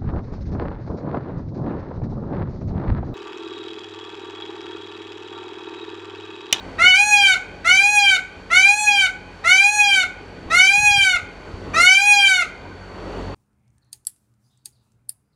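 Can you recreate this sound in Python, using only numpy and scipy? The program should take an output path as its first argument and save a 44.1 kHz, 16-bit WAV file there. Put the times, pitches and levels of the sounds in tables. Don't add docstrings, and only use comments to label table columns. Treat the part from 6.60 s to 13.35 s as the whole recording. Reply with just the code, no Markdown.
import sys
import numpy as np
from scipy import signal
from scipy.fft import rfft, irfft, next_fast_len
from scipy.io import wavfile
from scipy.ndimage import uniform_filter1d, map_coordinates

SR = 44100
rng = np.random.default_rng(int(sys.argv[2]) if len(sys.argv) > 2 else 0)


def how_loud(loudness_db):
    steps = np.asarray(loudness_db, float) / 20
    return 10 ** steps


def wrap_up_sound(samples):
    columns = np.atleast_2d(samples).T
    tamed = np.clip(columns, -1, 1)
    steps = np.round(tamed * 32767).astype(np.int16)
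    wavfile.write(sys.argv[1], SR, steps)


N = 297523

# (start [s], highest pitch at [s], end [s], height of the arch [Hz], level [dB])
CRY_TIMES = [
    (0.181, 0.48, 0.74, 849.3, 1),
    (1.042, 1.329, 1.562, 846.2, -0.5),
    (1.899, 2.207, 2.463, 857.3, -.5),
    (2.837, 3.145, 3.429, 848.9, -.5),
    (3.898, 4.222, 4.561, 840.4, -.5),
    (5.134, 5.484, 5.822, 831.8, -0.2),
]
# (frequency [Hz], t60 [s], level [dB])
TREE_ANSWER = [(627, 1.8, -25), (1500, 2.2, -24), (2090, 1.7, -28), (2390, 1.02, -28.5), (4000, .8, -26),
               (9000, 0.53, -27)]
TREE_GAP_S = 0.04
DUCK_DB = -16


def unit(x):
    return x / np.sqrt(np.mean(x ** 2) + 1e-20)


def along(points, hz):
    f, v = np.transpose(points)
    return np.interp(np.log(hz + 1), np.log(f + 1), v)


def wobble(rate_hz, n=N):
    knots = rng.standard_normal(int(n * rate_hz / SR) + 4)
    return map_coordinates(knots, [np.arange(n) * rate_hz / SR])


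def filtered(x, response):
    m = next_fast_len(N + SR // 2)
    return irfft(rfft(x, m) * response(np.fft.rfftfreq(m, 1 / SR)), m)[:N]


def course(start, top, end, top_hz, level_db):
    # (time from the top [s], effort [dB], windpipe shift [%], sharpness [dB/octave])
    shared_course = [(-.3, -10, 3, -2.5), (-.255, -9.5, 4.5, 1.4), (-.2, -12, -1.54, 0),
                     (-.15, -10.5, 0.05, -0.3), (-.036, -16, 3, 3), (.03, -10, 2.1, 3.5),
                     (.11, -10, 5, -2.45), (.22, -15.5, 4, 4), (.33, -16.5, 1, 1)]
    s = np.linspace(start, end, num=120)

    round_s = 0.02
    gone = (np.hypot(s - top, round_s) - round_s) / 0.2
    climb_hz = 95.8 * gone ** 1.15
    sink_hz = 37.97 * gone ** 1.3
    scoop_hz = 89 * np.exp((start - s) / 0.03)
    droop_hz = 79.1 * np.exp((s - end - 0.01) / 0.139)
    hz = top_hz - np.where(s < top, climb_hz, sink_hz) - scoop_hz - droop_hz

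    falter_at_s, falter_width_s = 0.335, 0.025
    falter = np.exp(-0.5 * ((s - falter_at_s) / falter_width_s) ** 2)
    timid = np.clip((falter_at_s + falter_width_s - s) / falter_width_s, 0, 1)
    hz = hz - 43.1 * falter - 8 * timid

    # effort dB, shift %, sharpness dB/octave
    opening = np.exp((start - s) / 0.0386)
    closing = np.exp((s - end) / 0.1333)
    since, effort, neck, sharpness = np.transpose(shared_course)
    effort_db = np.interp(s - top, since, effort) - 15 * opening - 0.5 * closing
    shift = np.interp(s - top, since, neck) - 12 * opening - 2 * closing
    edge_db = np.interp(s - top, since, sharpness) - 6 * opening - 6.5 * closing
    effort_db = effort_db + level_db - 4.58 * falter
    return np.c_[s, hz, effort_db, shift, edge_db - 4.5 * timid]


def cry(rows):
    # (centre [Hz], half width [Hz], level [dB])
    windpipe = [(854.5, 48.5, -8.5), (1473.2, 35, -3.5), (2199, 193, 0), (2413, 30, 3), (3033, 80.4, -4),
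                (3616, 83, -10), (4030, 96, -15.5), (4493, 320, -18), (5380, 82, -22.5), (6356, 372, -19),
                (7297, 320, -24.5), (8230, 190, -27.5), (8915, 91, -26), (9860, 250, -35),
                (10960, 510, -40), (13300, 570, -46)]
    # (frequency [Hz], level [dB])
    leak = [(500, -20.5), (1300, -11), (2000, -19.5), (2700, -50), (5000, -33), (9000, -34), (12000, -45.5),
            (15500, -58.5)]
    s, hz, effort_db, shift, edge_db = np.transpose(rows)
    t = np.arange(s[0], s[-1] + 0.01, 1 / SR)
    since_start_s = t - t[0]
    progress = since_start_s / (t[-1] - t[0])

    pitch = uniform_filter1d(np.interp(t, s, hz), size=500, mode="nearest")
    pitch = pitch - 52 * np.clip((t - s[-1]) / 0.0034, 0, 1)
    phase = 2 * np.pi * np.cumsum(pitch * (1 + 0.0006 * wobble(60, len(t)))) / SR
    order = np.arange(1, 25)[:, None]

    coarse = slice(None, None, 32)
    stretch = 1 + np.interp(t, s, shift) / 100
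    seen_hz = order * (pitch / stretch)[coarse]
    power = how_loud(2 * along(leak, seen_hz))
    for centre, width, db in windpipe:
        power = power + how_loud(2 * db) / (1 + ((seen_hz - centre) / width) ** 2) ** 2
    gain = np.array([np.interp(t, t[coarse], row) for row in np.sqrt(power)])

    tightness = (pitch - 780) / 60
    gain = gain * how_loud(np.interp(t, s, edge_db) * np.log2(np.clip(order / 4, 1, 2.6)))
    gain = gain * how_loud(-3.6 * (order % 2 == 0) * tightness)
    gain[2] *= how_loud(3.5 - 6 * progress)
    gain[1] *= how_loud(1.47 - 3.2 * progress)

    rasp = how_loud(-60 + 11 * np.log2(order) + 4 * tightness)
    rasp = rasp + how_loud(-0.5 - 60 * since_start_s / 0.062)
    noise = rng.standard_normal(gain.shape)
    breath = unit(signal.fftconvolve(noise, np.hanning(70)[None], "same", axes=1))
    overtones = np.sin(order * phase + order ** 2 * 0.65)
    voice = np.sum(gain * (1 + rasp * breath) * overtones, axis=0)
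    edges = np.clip(since_start_s / 0.013, 0, 1) * np.clip((t[-1] - t) / 0.0099, 0, 1)
    return how_loud(np.interp(t, s, effort_db) + 2.5) * edges * voice


def peacock():
    bird = np.zeros(N)
    for row in CRY_TIMES:
        voice = cry(course(*row))
        bird[round(row[0] * SR):][:len(voice)] += voice
    return bird


def diffuse(x, answer, gap_s):
    hz, t, z = signal.stft(rng.standard_normal(2 * SR), SR, nperseg=128)
    band, t60, db = np.transpose(answer)
    decay = how_loud(-60 * t / along(np.c_[band, t60], hz)[:, None])
    decay = decay / np.linalg.norm(decay, axis=1, keepdims=True)
    decay = decay * how_loud(along(np.c_[band, db], hz))[:, None]
    tail = signal.istft(z * decay, SR, nperseg=128)[1] / 8
    return signal.fftconvolve(x, np.pad(tail, (round(gap_s * SR), 0)))[:len(x)]


def outdoors(x):
    # (delay [ms], signed gain [ratio])
    surfaces = [(1.782, -0.003), (2.395, -0.19), (2.523, -0.15), (4.053, -0.32), (5.555, -0.27),
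                (6.369, -0.18), (7.338, 0.044), (8.317, -0.14), (8.707, -0.14), (10.562, 0.17),
                (12.476, 0.19), (12.939, -0.31), (14.484, 0.13), (19.924, -0.08), (20.675, -0.075),
                (31.036, 0.21), (32.025, 0.15), (32.861, 0.092)]
    # (frequency [Hz], t60 [s], level [dB])
    gravel_answer = [(1000, 0.061, -43), (2850, 0.034, -3.5), (5200, 0.021, 2), (11800, 0.012, 3.5)]
    yard_answer = [(600, 0.34, -7), (1500, 0.31, -2.5), (2035, 0.38, -6), (2520, 0.28, -12.5),
                   (3500, 0.24, -9.5), (5860, 0.31, -7.5), (12050, 0.18, -5.5)]

    def comb(hz):
        return 1 + sum(g * np.exp(-2j * np.pi * hz * ms / 1000) for ms, g in surfaces)

    gravel = diffuse(x, gravel_answer, gap_s=0.002)
    yard = diffuse(x, yard_answer, gap_s=0.011)
    trees = diffuse(x, TREE_ANSWER, gap_s=TREE_GAP_S)
    return filtered(x, comb) + gravel + yard + trees


def earlier_cry():
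    voice = cry(course(*CRY_TIMES[1]))
    padded = np.pad(voice, (0, 2 * SR + SR // 4))
    left = how_loud(14.5) * diffuse(padded, TREE_ANSWER, gap_s=TREE_GAP_S)[-2 * SR:]
    return np.pad(left, (0, N - len(left)))


def ducking_db():
    wait_s, fall_s, recover_db_per_s = 0.065, 0.16, 14
    s, db = [0], [-7]
    for start in [row[0] + wait_s for row in CRY_TIMES] + [N / SR]:
        recovered_db = db[-1] + recover_db_per_s * (start - s[-1])
        s += [start, start + fall_s]
        db += [recovered_db, DUCK_DB]
    return np.interp(np.arange(N) / SR, s, db)


def rush(spectrum, patchy_db):
    z = signal.stft(rng.standard_normal(N), nperseg=512)[2]
    field = uniform_filter1d(rng.standard_normal(z.shape), 6, 0)
    field = uniform_filter1d(field, 14, 1)
    noise = signal.istft(z * how_loud(patchy_db * unit(field)), nperseg=512)[1][:N]
    return unit(filtered(noise, lambda hz: how_loud(along(spectrum, hz))))


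def road_rumble(road_db):
    # (frequency [Hz], level per Hz [dB])
    road_spectrum = [(15, -40), (25, -6.5), (92, 1), (119, -7), (430, -2), (753, -9.5), (1020, -10),
                     (2090, -25.5), (2310, -26), (3000, -26), (3900, -35), (6600, -120)]
    return how_loud(road_db + 5 + 0.9 * wobble(9)) * rush(road_spectrum, patchy_db=1.5)


def tyre_hiss(road_db, duck_db):
    # (frequency [Hz], level per Hz [dB])
    tyre_spectrum = [(710, -32), (1200, -6), (1590, -8), (1920, 4), (2310, -5.5), (2800, -3.5),
                     (3740, -8.5), (4580, -8.5), (4890, -13.5), (6600, -15), (14100, -41), (15600, -54)]
    tyre_db = -8 - 0.42 * (duck_db - DUCK_DB / 2)
    return how_loud(road_db + tyre_db + 0.8 * wobble(4)) * rush(tyre_spectrum, patchy_db=0.8)


def idling_engine(road_db, duck_db):
    # (order [multiple of idle_hz], level [dB])
    engine_orders = [(1, 1.5), (2, 1), (3, -8.5), (4, -2), (5, -25.5), (6, -7)]
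    idle_hz = 45.77
    idle_db = road_db - 1.5 + 0.11 * (duck_db - DUCK_DB / 2) + 1.3 * wobble(3.91)
    crank = 2 * np.pi * idle_hz * np.cumsum(1 + 0.01277 * wobble(5)) / SR
    engine = sum(how_loud(db + 0.78 * wobble(18)) * np.sin(k * crank + k * k) for k, db in engine_orders)
    return how_loud(idle_db + 2.5) * unit(engine)


def insect(duck_db):
    wing_hz, strokes_per_s, pitch_hold_s = 4480, 48.8, 0.008
    stroke = np.cumsum(strokes_per_s * (1 + 0.008 * wobble(3))) / SR % 1
    swell = np.sin(np.pi * stroke) ** 0.59 * how_loud(0.716 * wobble(34))
    wing = np.sin(2 * np.pi * np.cumsum(wing_hz * (1 + 0.0034 * wobble(1 / pitch_hold_s))) / SR)
    return how_loud(-53 - 0.36 * duck_db) * unit(swell * wing)


def background():
    # (time [s], road level at full gain [dB])
    traffic_levels = [(0, -34), (1.5, -36), (3, -36.5), (4.3, -36), (5.3, -35.5), (6.3, -37), (6.62, -34),
                      (6.75, -37.5)]
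    duck_db = ducking_db()
    road_db = np.interp(np.arange(N) / SR, *np.transpose(traffic_levels))
    traffic = road_rumble(road_db) + tyre_hiss(road_db, duck_db)
    return traffic + idling_engine(road_db, duck_db) + insect(duck_db)


def wind():
    # (time [s], peak level [dB], frequency [Hz])
    wind_bumps = [(3.819, -34, 105), (3.858, -22.5, 39.7), (3.899, -32, 64.6), (4.178, -30, 158),
                  (4.2, -27, 72.7), (4.23, -25.5, 128), (4.247, -31.5, 88.8), (4.279, -30.5, 84.1),
                  (4.309, -25, 85), (4.355, -32, 113), (4.378, -23, 122), (4.409, -29, 42.9),
                  (4.428, -29, 78.1), (4.549, -26, 40.2), (4.629, -30, 94.2), (4.789, -42, 77.6),
                  (4.939, -19.5, 67.1), (4.969, -35, 44)]
    out = np.zeros(N)
    t = np.arange(SR // 8) / SR
    for s, db, hz in wind_bumps:
        envelope = how_loud(db + 9.5 - 60 * t / 0.04) * (1 - np.exp(-t / 0.0025))
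        out[round(s * SR):][:len(t)] += envelope * np.sin(2 * np.pi * hz * t)
    return out


def scene():
    gain = how_loud(ducking_db())
    heard = outdoors(peacock() / gain) + background() + earlier_cry()
    return (gain * heard + wind())[None]


def top_cut(x):
    return signal.sosfilt(signal.butter(12, 15710, fs=SR, output="sos"), x)


def record(dry):
    # (frequency [Hz], level [dB])
    mic_colour = [(20, -12), (40, -4), (12000, -1), (14500, -12), (15700, -14)]
    heard = filtered(dry[0], lambda hz: how_loud(along(mic_colour, hz)))[None]
    limited = heard / (1 + np.abs(heard / 0.98) ** 8) ** (1 / 8)
    return top_cut(limited)


dry = scene()
out = record(dry)
wrap_up_sound(out)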